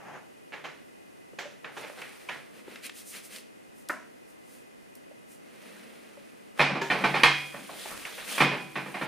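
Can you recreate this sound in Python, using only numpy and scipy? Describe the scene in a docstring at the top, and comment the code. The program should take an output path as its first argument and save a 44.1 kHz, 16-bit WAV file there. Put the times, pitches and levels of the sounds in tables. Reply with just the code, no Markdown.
"""A small, hard-walled kitchen, over a faint steady hiss. First something is dragged briefly over the worktop
and small things are knocked or set down. A sheet of paper is carried to the fridge door, smoothed by hand and
pinned with a clapping magnet, with dry ticks close to the microphone. Clothes rustle; then, off to one side, a
large hollow box (a bin or drawer) slides, clatters, slams once, a plastic bag rustles and it clatters again.
Streams of random slips make the rubbing; bursts of contacts, damped modes and room tails make the blows."""
import sys
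import numpy as np
from scipy import signal
from scipy.fft import rfft, irfft
from scipy.io import wavfile
from scipy.ndimage import uniform_filter1d

SR = 44100
rng = np.random.default_rng(int(sys.argv[2]) if len(sys.argv) > 2 else 0)


def output_pcm(signal):
    """Save a mono or channel-first signal as 16-bit PCM at the path in sys.argv[1].

    Samples are clipped to [-1, 1] before scaling.
    """
    pcm = np.clip(np.atleast_2d(signal).T, -1, 1) * 32767
    wavfile.write(sys.argv[1], SR, np.round(pcm).astype(np.int16))


N = 399987
SIZE = 32768  # length of one event or room tail (samples)
AGE = np.arange(SIZE) / SR  # time since the event began (s)
FREQ = np.fft.rfftfreq(SIZE, 1 / SR)
TOP_HZ = 15300

# All spectra and mode levels are relative. Modes are later detuned and scattered in level at random,
# and those above 2600 Hz die sooner than listed.

# corners of the lean: low end, boom, body, presence, treble: (frequency [Hz])
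LEAN_HZ = (70, 200, 800, 2200, 7000)
# band in which the level of a rustle is set: (lowest [Hz], highest [Hz])
TREBLE_HZ = (7500, 14000)
# reverberation of the kitchen: (frequency [Hz], t60 [s])
ROOM = [(140, 0.75), (300, 0.58), (800, 0.36), (2300, 0.45), (5500, 0.49), (12000, 0.19)]

# hiss common to both sides: (frequency [Hz], level [dB])
HISS_MID = [(18, -50), (30, -21), (110, -9), (267, 1.5), (524, -3), (978, -11.5), (1200, -11.5),
            (1780, -9.5), (2030, -7.5), (2310, -15), (2490, -10.5), (3880, -18), (8040, -20), (9640, -17.5),
            (15000, -28)]
# hiss opposed between the sides: (frequency [Hz], level [dB])
HISS_SIDE = [(18, -61), (30, -29), (59, -20.5), (195, -1), (304, 0.5), (597, -4.5), (1440, -16),
             (2030, -18.5), (3410, -27.5), (5300, -31), (7830, -35.5), (10200, -32.5), (15000, -38.5)]
# narrow whistling bands in the hiss: (frequency [Hz], width [Hz], level [dB])
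HISS_PEAKS = [(2024, 120, 0.5), (2485, 89, 0.5), (2880, 60, -3)]

# something dragged over the worktop: (time [s], level [dB])
DRAG = [(0, -51), (.04, -51), (.085, -45.5), (.125, -47), (.155, -42.5), (.19, -48), (.24, -58.5),
        (.4, -76)]
# what it radiates, with one strong resonance: (frequency [Hz], level [dB])
DRAG_TONE = [(80, -34), (140, -7.5), (260, -14), (620, -7.5), (780, -1), (930, -8.5), (1700, -10),
             (2900, -21), (4000, -34), (6000, -32), (6700, -27), (7800, -52)]

# small things knocked or set down: (time [s], level [dB], chatter [s], body [dB], treble [dB])
KNOCKS = [(0.522, -41, .024, -1, -9.5), (0.641, -40, 0.017, -1, -4.5), (1.387, -38, 0.003, 0.5, 3),
          (1.644, -41.5, 0.0023, 0.5, -10.5), (1.767, -41, 0.016, 7, 3), (1.822, -43.5, 0.029, 0, -7),
          (1.975, -46, 0.029, 5, -1), (2.017, -44.5, 0.0041, -15, -17), (2.288, -36, 0.0083, -7, -10.5),
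          (2.354, -51.5, 0.0069, 6, -18), (6.814, -34.5, 0.00538, 3, 4), (7.692, -44, 0.0053, 14, -5),
          (7.856, -44, 0.0028, 11, -1), (8.051, -40, 0.0015, -3, -3), (8.18, -43.5, 0.0087, -6.5, -16)]
# what they radiate: (frequency [Hz], level [dB])
KNOCK_TONE = [(105, -35.5), (140, -2.5), (210, -8.5), (320, -2), (510, 1), (810, 0), (1220, -2.5),
              (1770, 0.5), (2470, -3), (3490, -8.5), (5020, -16), (6930, -15.5), (9380, -30), (12850, -28)]
# their boom (dB), the share of the body that it follows, the crack over the room (dB)
KNOCK_BOOM_DB, BOOM_SHARE, KNOCK_CRACK_DB = -5.5, 1, -8

# close, dry ticks and hollow plips: (time [s], peak [dB], pitch [Hz], width [Hz])
TICKS = [(1.333, -41, 420, 300), (1.453, -37.5, 582, 25), (1.898, -33, 580, 100), (2.017, -28.5, 2310, 900),
         (2.679, -34.5, 410, 130), (2.758, -32, 2000, 1000), (2.865, -30.5, 8500, 5000),
         (2.895, -30, 2160, 1100), (3.15, -32, 2100, 1200), (3.361, -31.5, 3750, 3000),
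         (3.887, -32, 4750, 2500), (3.888, -28.5, 9750, 4000), (4.953, -39.5, 9500, 5000),
         (5.112, -43, 607, 75), (6.171, -43, 562, 36)]

# what rubbing surfaces radiate: (frequency [Hz], level [dB])
SWISH_TONE = [(105, -29), (140, -17), (210, 0.5), (320, -8), (510, -1.5), (810, -11.5), (1220, -5.5),
              (1770, -2.5), (2470, 1), (3490, -2.5), (5020, -4), (6930, -5.5), (9380, -0.5), (12850, -9)]
# the sheet carried to the door: (time [s], level of its treble before a gain [dB])
CARRY = [(1.72, -65), (1.784, -53.5), (1.934, -59), (2.002, -56), (2.266, -59), (2.322, -56), (2.53, -73)]
# hand strokes over the paper: (time at the middle [s], level there [dB], half length [s], treble [dB])
STROKES = [(2.576, -53, 0.036, -9), (2.737, -49.5, 0.054, -11.5), (2.855, -39, 0.016, -7),
           (2.988, -46, 0.027, 4), (3.098, -45.5, 0.03, 14), (3.163, -42.5, 0.028, -4.5),
           (3.255, -48, 0.019, 8), (3.353, -45, 0.036, -2.5), (3.796, -61, 0.033, 21),
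           (4.303, -61, .02, 15), (4.535, -57, 0.054, 6), (4.967, -64, .015, 23), (5.327, -57, .03, 11)]
# softer strokes are given more boom and body, louder ones less: lean of a usual stroke (dB)
# and its fall (dB per dB of level)
USUAL_STROKE_DB, STROKE_BOOM_DB, STROKE_BODY_DB, STROKE_FALL = -48, 3.5, 2, 1
# the magnet slapping onto the steel door through the paper: (frequency [Hz], level [dB])
MAGNET_TONE = [(53, -65), (90, -52), (233, -4), (412, -15), (477, -16), (542, -7), (728, -2.5), (809, -15),
               (999, 1), (1210, -7), (1290, 0), (2050, -6.5), (3470, -28.5), (10600, -22.5), (14000, -28)]
# clothes as the person turns away: (time [s], level of their treble before a gain [dB])
CLOTHES = [(5.42, -73), (5.64, -64.5), (5.668, -62), (5.688, -62.5), (6.52, -74)]

# the bag stirred, pulled about, then settling: (time [s], level of its treble before a gain [dB])
BAG = [(6.839, -63), (6.93, -58), (7.45, -56), (7.682, -56.5), (7.9, -47), (7.97, -52), (8.24, -52.5),
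       (8.31, -42), (8.41, -43.5), (8.48, -59.5), (8.72, -62.5), (9.06, -57.5)]
# creases of the bag: lowest and highest pitch (Hz), time to the crest of a click's envelope (s),
# crest above the bag's curve and its spread (dB)
CREASE_LOW_HZ, CREASE_HIGH_HZ, CREASE_S, CREASE_DB, CREASE_SPREAD_DB = 1030, 3900, 0.00026, 16, 1

# a bowl jolted during the clatter: (frequency [Hz], level [dB], t60 [s])
BOWL_MODES = [(392, -1, 0.26), (920, -3, 0.29), (1710, -6, 0.27)]

# the box sliding just before its first blow: (time [s], level of its treble before a gain [dB])
SLIDE = [(6.55, -72), (6.59, -53.5), (6.62, -59)]
# blows on the box; boom is the extra low-end weight of each blow, up or down:
# (time [s], level [dB], chatter [s], boom [dB])
BOX_BLOWS = [(6.594, -19, 0.034, 0.5), (6.701, -32.5, 0.018, 6), (6.75, -32, 0.013, 3),
             (6.901, -23.5, .018, 0), (6.953, -34, 0.01, 4), (7.008, -35.5, .008, -3),
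             (7.039, -22, .008, 2), (7.141, -25, .028, -1.5), (7.234, -14.5, 0.001596, -7.5),
             (7.541, -41.5, 0.002, -2), (8.38, -28.5, 0.0035, -7), (8.404, -18.5, .022, 4),
             (8.514, -32, 0.028, 1), (8.756, -32, 0.0071, -3.5), (8.86, -41, 0.00195, -4.5),
             (8.942, -35, 0.012, -8.5), (9.013, -32.5, 0.014, 0)]
# what the box radiates: (frequency [Hz], level [dB])
BOX_TONE = [(45, -53), (105, -26), (140, -7), (210, -3), (320, -4.5), (510, -2.5), (810, 1.5), (1220, -2),
            (1770, -1), (2470, -3), (3490, -11.5), (5020, -16), (6930, -26.5), (9380, -24), (12850, -34.5)]
# ringing of the box and its contents: (frequency [Hz], level [dB], t60 [s])
BOX_MODES = [(143.4, 11, 0.79), (191.6, 7, 0.63), (266.8, 5, 0.39), (325, 6, 0.67), (764, 0.5, 0.63),
             (795, -5.5, 0.74), (865, 5.5, 0.26), (1003, 4, 0.54), (1098, 7.5, 0.24), (1182, 6.5, 0.26),
             (1380, -23, 0.48), (1744, -11, 0.16), (1835, 7.5, 0.14), (2115, 6, 0.45), (2310, 5, 0.79),
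             (2460, 6, 0.26), (2980, -11, 0.33), (3135, 11, 0.82), (3320, 15.5, 1), (3700, 9, 0.94),
             (3870, 12, 1), (4160, 18, 0.61), (4400, 5, 1), (5180, 5, 0.82)]
# a metal part on the box that sings on after each blow: (frequency [Hz], level [dB], t60 [s])
METAL_MODES = [(2363, 2, 0.16), (2450, 1, 0.5), (2460, 1, 0.8), (2555, -2.5, 0.45), (2530, -15, 0.72),
               (2800, -24, 0.69)]
# left over right for the box: (frequency [Hz], difference [dB])
BOX_BALANCE = [(200, 2), (400, -0.2), (700, -3), (1300, -3), (4400, -0.5), (12000, 0)]
# a blow of middling strength: its level, its boom, body and treble, and its crack over the room (dB)
MIDDLING_DB, BOX_BOOM_DB, BOX_BODY_DB, BOX_TREBLE_DB, BOX_CRACK_DB = -30.5, 3, -1, -5.5, -16.5
# a harder blow has a shorter contact: less boom and body, more treble and crack,
# and it shakes the metal part more (all dB per dB of strength)
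BOOM_FALL, BODY_FALL, TREBLE_RISE, CRACK_RISE, METAL_RISE = 0.8, 0.31, 0.3, 0.71, 0.25
# loose things in the box: lowest and highest pitch (Hz), ring time (s), relative level (dB)
LOOSE_LOW_HZ, LOOSE_HIGH_HZ, LOOSE_T60_S, LOOSE_DB = 330.3, 4420, 0.28, -22.5


def undb(db):
    """Decibels to gain."""
    return 10 ** (np.asarray(db) / 20)


def rms(x):
    """Root mean square, kept above zero."""
    return np.sqrt(np.mean(x ** 2)) + 1e-12


def read(points, hz):
    """A table of (frequency [Hz], value) joined on a log-frequency axis."""
    f, value = np.transpose(points)
    return np.interp(np.log(np.maximum(hz, 1)), np.log(f), value)


def tone(points, boom_db, body_db, treble_db):
    """A spectrum in dB, leaned towards boom, body or treble."""
    lean = list(zip(LEAN_HZ, (0, boom_db, body_db, 0, treble_db)))
    return read(points, FREQ) + read(lean, FREQ)


def colour(x, db):
    """Causal (minimum-phase) filter with the given gain, so that attacks stay sharp."""
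    cepstrum = irfft(np.log(undb(db)))
    cepstrum[1:SIZE // 2] *= 2
    cepstrum[SIZE // 2 + 1:] = 0
    return irfft(rfft(x) * np.exp(rfft(cepstrum)))


def stereo(mid, side):
    """Left and right from what they share and what opposes them."""
    return np.array([mid + side, mid - side])


def add(out, s, x):
    """Mix a sound in at a time, cut to the length of the scene."""
    start = int(s * SR)
    lo, hi = max(start, 0), min(start + x.shape[-1], N)
    out[:, lo:hi] += x[..., lo - start:hi - start]


def loudness(x, db):
    """Scale a blow so that its first twentieth of a second has this level."""
    return x * undb(db) / rms(x[:, :SR // 20])


def room_tail(side_low=.38, side_mid=0.33, side_high=0.5):
    """Dense reflections of unit energy: lows linger, the treble differs most between the two sides."""
    width = read([(300, side_low), (2000, side_mid), (11000, side_high)], FREQ)
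    mid, side = rfft(rng.standard_normal((2, SIZE)))
    field, tail = stereo(mid, width * side), 0
    centres, t60s = np.transpose(ROOM)
    # each row of the identity picks one band, which overlaps its neighbours
    for share, t60 in zip(np.eye(len(ROOM)), t60s):
        band = irfft(field * read(list(zip(centres, share)), FREQ))
        tail = tail + band * np.exp(-np.log(1000) * AGE / t60)
    return tail / (rms(tail) * np.sqrt(SIZE))


def in_room(close, room_db):
    """The close sound plus its reflections from the kitchen."""
    return close + undb(room_db) * signal.fftconvolve(close, room_tail(), axes=1)[:, :N]


def contacts(chatter_s, count=7, first=1.0):
    """A first touch and a few bounces scattered through the chatter time; unit energy."""
    when, size = rng.random((2, count))
    when = (np.arange(count) + when) / count * max(chatter_s, 0)
    size = (.5 + size) * rng.choice([-1, 1], count)
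    when[0], size[0] = 0, first
    force = np.bincount((when * SR).astype(int), size, SIZE)[:SIZE]
    return force / np.linalg.norm(force)


def blow(chatter_s, crack_db, crack_s=0.0029, build_s=0.0027, shadow_hz=5000):
    """Each contact sends a short crack to the microphone and adds its energy to the room."""
    force = contacts(chatter_s)
    crack = rng.standard_normal(SIZE) * np.exp(-AGE / crack_s)
    cracks = irfft(rfft(force) * rfft(crack))
    # the top of the crack is shadowed and arrives only by way of the walls
    direct = colour(cracks, -10 * np.log10(1 + (FREQ / shadow_hz) ** 4))
    filling = np.sqrt(np.cumsum(force ** 2)) * (1 - np.exp(-AGE / build_s))
    x = undb(crack_db) * direct / np.linalg.norm(direct) + filling * room_tail()
    return x / (rms(x) * np.sqrt(SIZE))


def ringing(modes, detune=0.00366, scatter_db=2.54):
    """Damped modes; the pitch and level of each are scattered at random on every call."""
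    hz, db, t60 = np.transpose(modes)
    t60 = t60 * np.minimum(1, 2600 / hz) ** 2  # losses grow quickly in the treble
    shift, share = rng.standard_normal((2, len(hz)))
    phase = np.outer(2 * np.pi * hz * (1 + detune * shift), AGE).astype(np.float32)
    decay = np.maximum(np.outer(-np.log(1000) / t60, AGE), -20).astype(np.float32)
    rings = np.sin(phase) * np.exp(decay)
    # before the scatter, a mode at 0 dB has unit energy
    size = undb(db + scatter_db * share) * rng.choice([-1, 1], len(hz)) / np.linalg.norm(rings, axis=1)
    return np.einsum("m,mt->t", size, rings)


def slips(size, grain_db, side, top_spread=0.21):
    """Countless tiny slips of uneven size, spread between left and right, most widely in the top treble."""
    mid, opposed = rng.standard_normal((2, size)) * undb(grain_db * rng.exponential(size=size))
    return stereo(mid, side * (opposed - top_spread * np.roll(opposed, 1)))


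def rustle(curve, boom_db, body_db, treble_db, grain_db, side, gain_db,
           catch_db=1.2, catch_s=.012, fade_s=0.0033):
    """A surface in motion: a stream of slips follows the curve, catching and freeing itself at random."""
    f, t = np.fft.rfftfreq(N, 1 / SR), np.arange(N) / SR
    gain = undb(np.interp(f, FREQ, tone(SWISH_TONE, boom_db, body_db, treble_db)))
    spectrum = rfft(slips(N, grain_db, side)) * gain
    treble = irfft(spectrum.mean(axis=0) * (f > TREBLE_HZ[0]) * (f < TREBLE_HZ[1]), N)
    catches = catch_db * rng.standard_normal(N)[(t / catch_s).astype(int)]
    level = np.interp(t, *np.transpose(curve), left=-np.inf, right=-np.inf)
    motion = undb(gain_db + catches + level)
    return irfft(spectrum, N) / rms(treble) * uniform_filter1d(motion, int(fade_s * SR) + 1)


def hiss(mid_db=-59.0, side_db=-51.0, whistle_db=-66):
    """Steady background of shaped noise: a wide low rush, a thin hiss and a few narrow bands."""
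    f = np.fft.rfftfreq(N, 1 / SR)
    peaks = sum(undb(db) / (1 + (2 * (f - hz) / width) ** 2) for hz, width, db in HISS_PEAKS)
    shapes = np.array([undb(read(HISS_MID, f)), undb(read(HISS_SIDE, f)), peaks, peaks])
    noises = irfft(rfft(rng.standard_normal((4, N))) * shapes, N)
    mid, side, left, right = (x / rms(x) for x in noises)
    whistles = undb(whistle_db) * np.array([left, right])
    return stereo(undb(mid_db) * mid, undb(side_db) * side) + whistles


def clothes():
    """Cloth rubs on cloth: a soft stream of slips, weak in treble."""
    return rustle(CLOTHES, boom_db=9, body_db=5.5, treble_db=-10.0, grain_db=1.4, side=0.47, gain_db=-1.6)


def drag(grain_db=-2.5, side=0.41):
    """Stick and slip: a stream of uneven clicks rings the dragged thing."""
    clicks = rng.standard_normal((2, SIZE)) * undb(grain_db * rng.exponential(size=SIZE))
    x = colour(stereo(clicks[0], side * clicks[1]), read(DRAG_TONE, FREQ))
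    out = np.zeros((2, N))
    add(out, 0, x / rms(x) * undb(np.interp(AGE, *np.transpose(DRAG), right=-np.inf)))
    return out


def knocks(pan_db=-2):
    """Small, well damped things: a crack or short rattle, and the room does the rest."""
    out = np.zeros((2, N))
    for s, db, chatter_s, body_db, treble_db in KNOCKS:
        touch = tone(KNOCK_TONE, KNOCK_BOOM_DB + BOOM_SHARE * body_db, body_db, treble_db)
        add(out, s, loudness(colour(blow(chatter_s, KNOCK_CRACK_DB), touch), db))
    return out * undb([[pan_db / 2], [-pan_db / 2]])  # left over right


def ticks(snap_s=0.0033, room_db=-10):
    """A tiny snap rings one resonance: wide for a paper tick, narrow for a plip."""
    out = np.zeros((2, N))
    for s, db, hz, width_hz in TICKS:
        snap = rng.standard_normal(SIZE) * np.exp(-AGE / snap_s)
        ring = np.cos(2 * np.pi * hz * AGE) * np.exp(-np.pi * width_hz * AGE)
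        # a small source radiates little bass
        x = irfft(rfft(snap) * rfft(ring) * FREQ / (FREQ - 1j * hz / 2))
        x = irfft(rfft(x) / (1 + 1j * FREQ / (2 * hz)))  # nor much far above its resonance
        add(out, s, x * undb(db) / np.abs(x).max())
    return in_room(out, room_db)


def carried_sheet():
    """The carried sheet rustles as a stream of grainy slips."""
    return rustle(CARRY, boom_db=-12, body_db=9, treble_db=-6, grain_db=2.4, side=0.56, gain_db=-4.5)


def strokes(grain_db=2.0, side=0.35):
    """Paper slides on the door: the slips swell and fade with each stroke of the hand."""
    out, middle = np.zeros((2, N)), AGE[-1] / 2
    for s, db, half_s, treble_db in STROKES:
        softness = STROKE_FALL * (USUAL_STROKE_DB - db)
        touch = tone(SWISH_TONE, STROKE_BOOM_DB + softness, STROKE_BODY_DB + softness, treble_db)
        x = colour(slips(SIZE, grain_db, side), touch)
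        swell = np.exp(-.5 * ((AGE - middle) / half_s) ** 2)
        add(out, s - middle, x * undb(db) / rms(x) * swell)
    return out


def magnet(db=-31.5, chatter_s=.011, crack_db=-2):
    """The magnet claps on the door panel in a short burst of contacts, with the room's reply."""
    out = np.zeros((2, N))
    clap = loudness(colour(blow(chatter_s, crack_db), read(MAGNET_TONE, FREQ)), db)
    add(out, 3.896, clap)
    return out


def bowl(db=-33.0):
    """One short, pitched knock amid the clatter, from a few damped modes."""
    out = np.zeros((2, N))
    ring = loudness(np.tile(ringing(BOWL_MODES), (2, 1)), db)
    add(out, 6.815, ring)
    return out


def bag():
    """Thin plastic rubs on itself: a stream of slips that follows the stirring."""
    return rustle(BAG, boom_db=-2, body_db=5.5, treble_db=-2.5, grain_db=1.76, side=0.55, gain_db=-0.1)


def creases(count=110, room_db=2):
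    """Creases snap at random moments, as loud as the bag is stirred: each is a click of about one cycle."""
    out, age = np.zeros((2, N)), AGE[:SR // 50]
    times, levels = np.transpose(BAG)
    for (when, pitch), size in zip(rng.random((count, 2)), rng.standard_normal(count)):
        s = times[0] + when * (times[-1] - times[0])
        hz = CREASE_LOW_HZ * (CREASE_HIGH_HZ / CREASE_LOW_HZ) ** pitch
        db = np.interp(s, times, levels) + CREASE_DB + CREASE_SPREAD_DB * size
        envelope = age / CREASE_S * np.exp(1 - age / CREASE_S)
        add(out, s, undb(db) * np.sin(2 * np.pi * hz * age) * envelope)
    return in_room(out, room_db)


def sliding_box():
    """The box starts to slide: a stream of slips, strong in the body."""
    return rustle(SLIDE, boom_db=-3, body_db=13.5, treble_db=-9.5, grain_db=4.5, side=.4, gain_db=2.7)


def swishes(room_db=-9):
    """All that rubs (paper, clothes, sliding box and bag) excites the same room."""
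    return in_room(carried_sheet() + strokes() + clothes() + sliding_box() + bag(), room_db)


def loose_things(count=14):
    """Things loose in the box: a random handful of briefly ringing modes, different on each blow."""
    hz = LOOSE_LOW_HZ * (LOOSE_HIGH_HZ / LOOSE_LOW_HZ) ** rng.random(count)
    return ringing([(f, LOOSE_DB, LOOSE_T60_S) for f in hz])


def box(ring_db=-27, damping_db=-9, metal_db=-24, body_share=0.5):
    """The hollow box chatters, brighter when hit harder; walls and contents ring, a metal part sings on."""
    out = np.zeros((2, N))
    lean = read(BOX_BALANCE, FREQ) / 2
    damping = undb(read([(2000, 0), (3500, damping_db)], FREQ))  # the walls radiate their high modes poorly
    for s, db, chatter_s, boom_db in BOX_BLOWS:
        strength = db - MIDDLING_DB
        boom = BOX_BOOM_DB - BOOM_FALL * strength + boom_db
        body = BOX_BODY_DB - BODY_FALL * strength + body_share * boom_db
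        touch = tone(BOX_TONE, boom, body, BOX_TREBLE_DB + TREBLE_RISE * strength)
        walls = undb(ring_db) * irfft(rfft(ringing(BOX_MODES)) * damping)
        metal = undb(metal_db + METAL_RISE * strength) * ringing(METAL_MODES)
        clatter = blow(chatter_s, BOX_CRACK_DB + CRACK_RISE * strength)
        x = colour(clatter + walls + metal + loose_things(), touch)
        placed = irfft(rfft(x) * undb([lean, -lean]))
        add(out, s, loudness(placed, db))
    return out


def scene():
    """Everything in the kitchen, from the background to the box."""
    return hiss() + drag() + knocks() + ticks() + swishes() + magnet() + bowl() + creases() + box()


def record(dry, lopsided=0.13, ceiling=0.87):
    """The microphone bends the highest peaks unevenly, which gives the slam a dull thump; the top is cut."""
    bent = np.clip(dry + lopsided * dry ** 2, -ceiling, ceiling)
    return signal.sosfilt(signal.ellip(10, .1, 70, TOP_HZ, fs=SR, output="sos"), bent)


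dry = scene()
out = record(dry)
output_pcm(out)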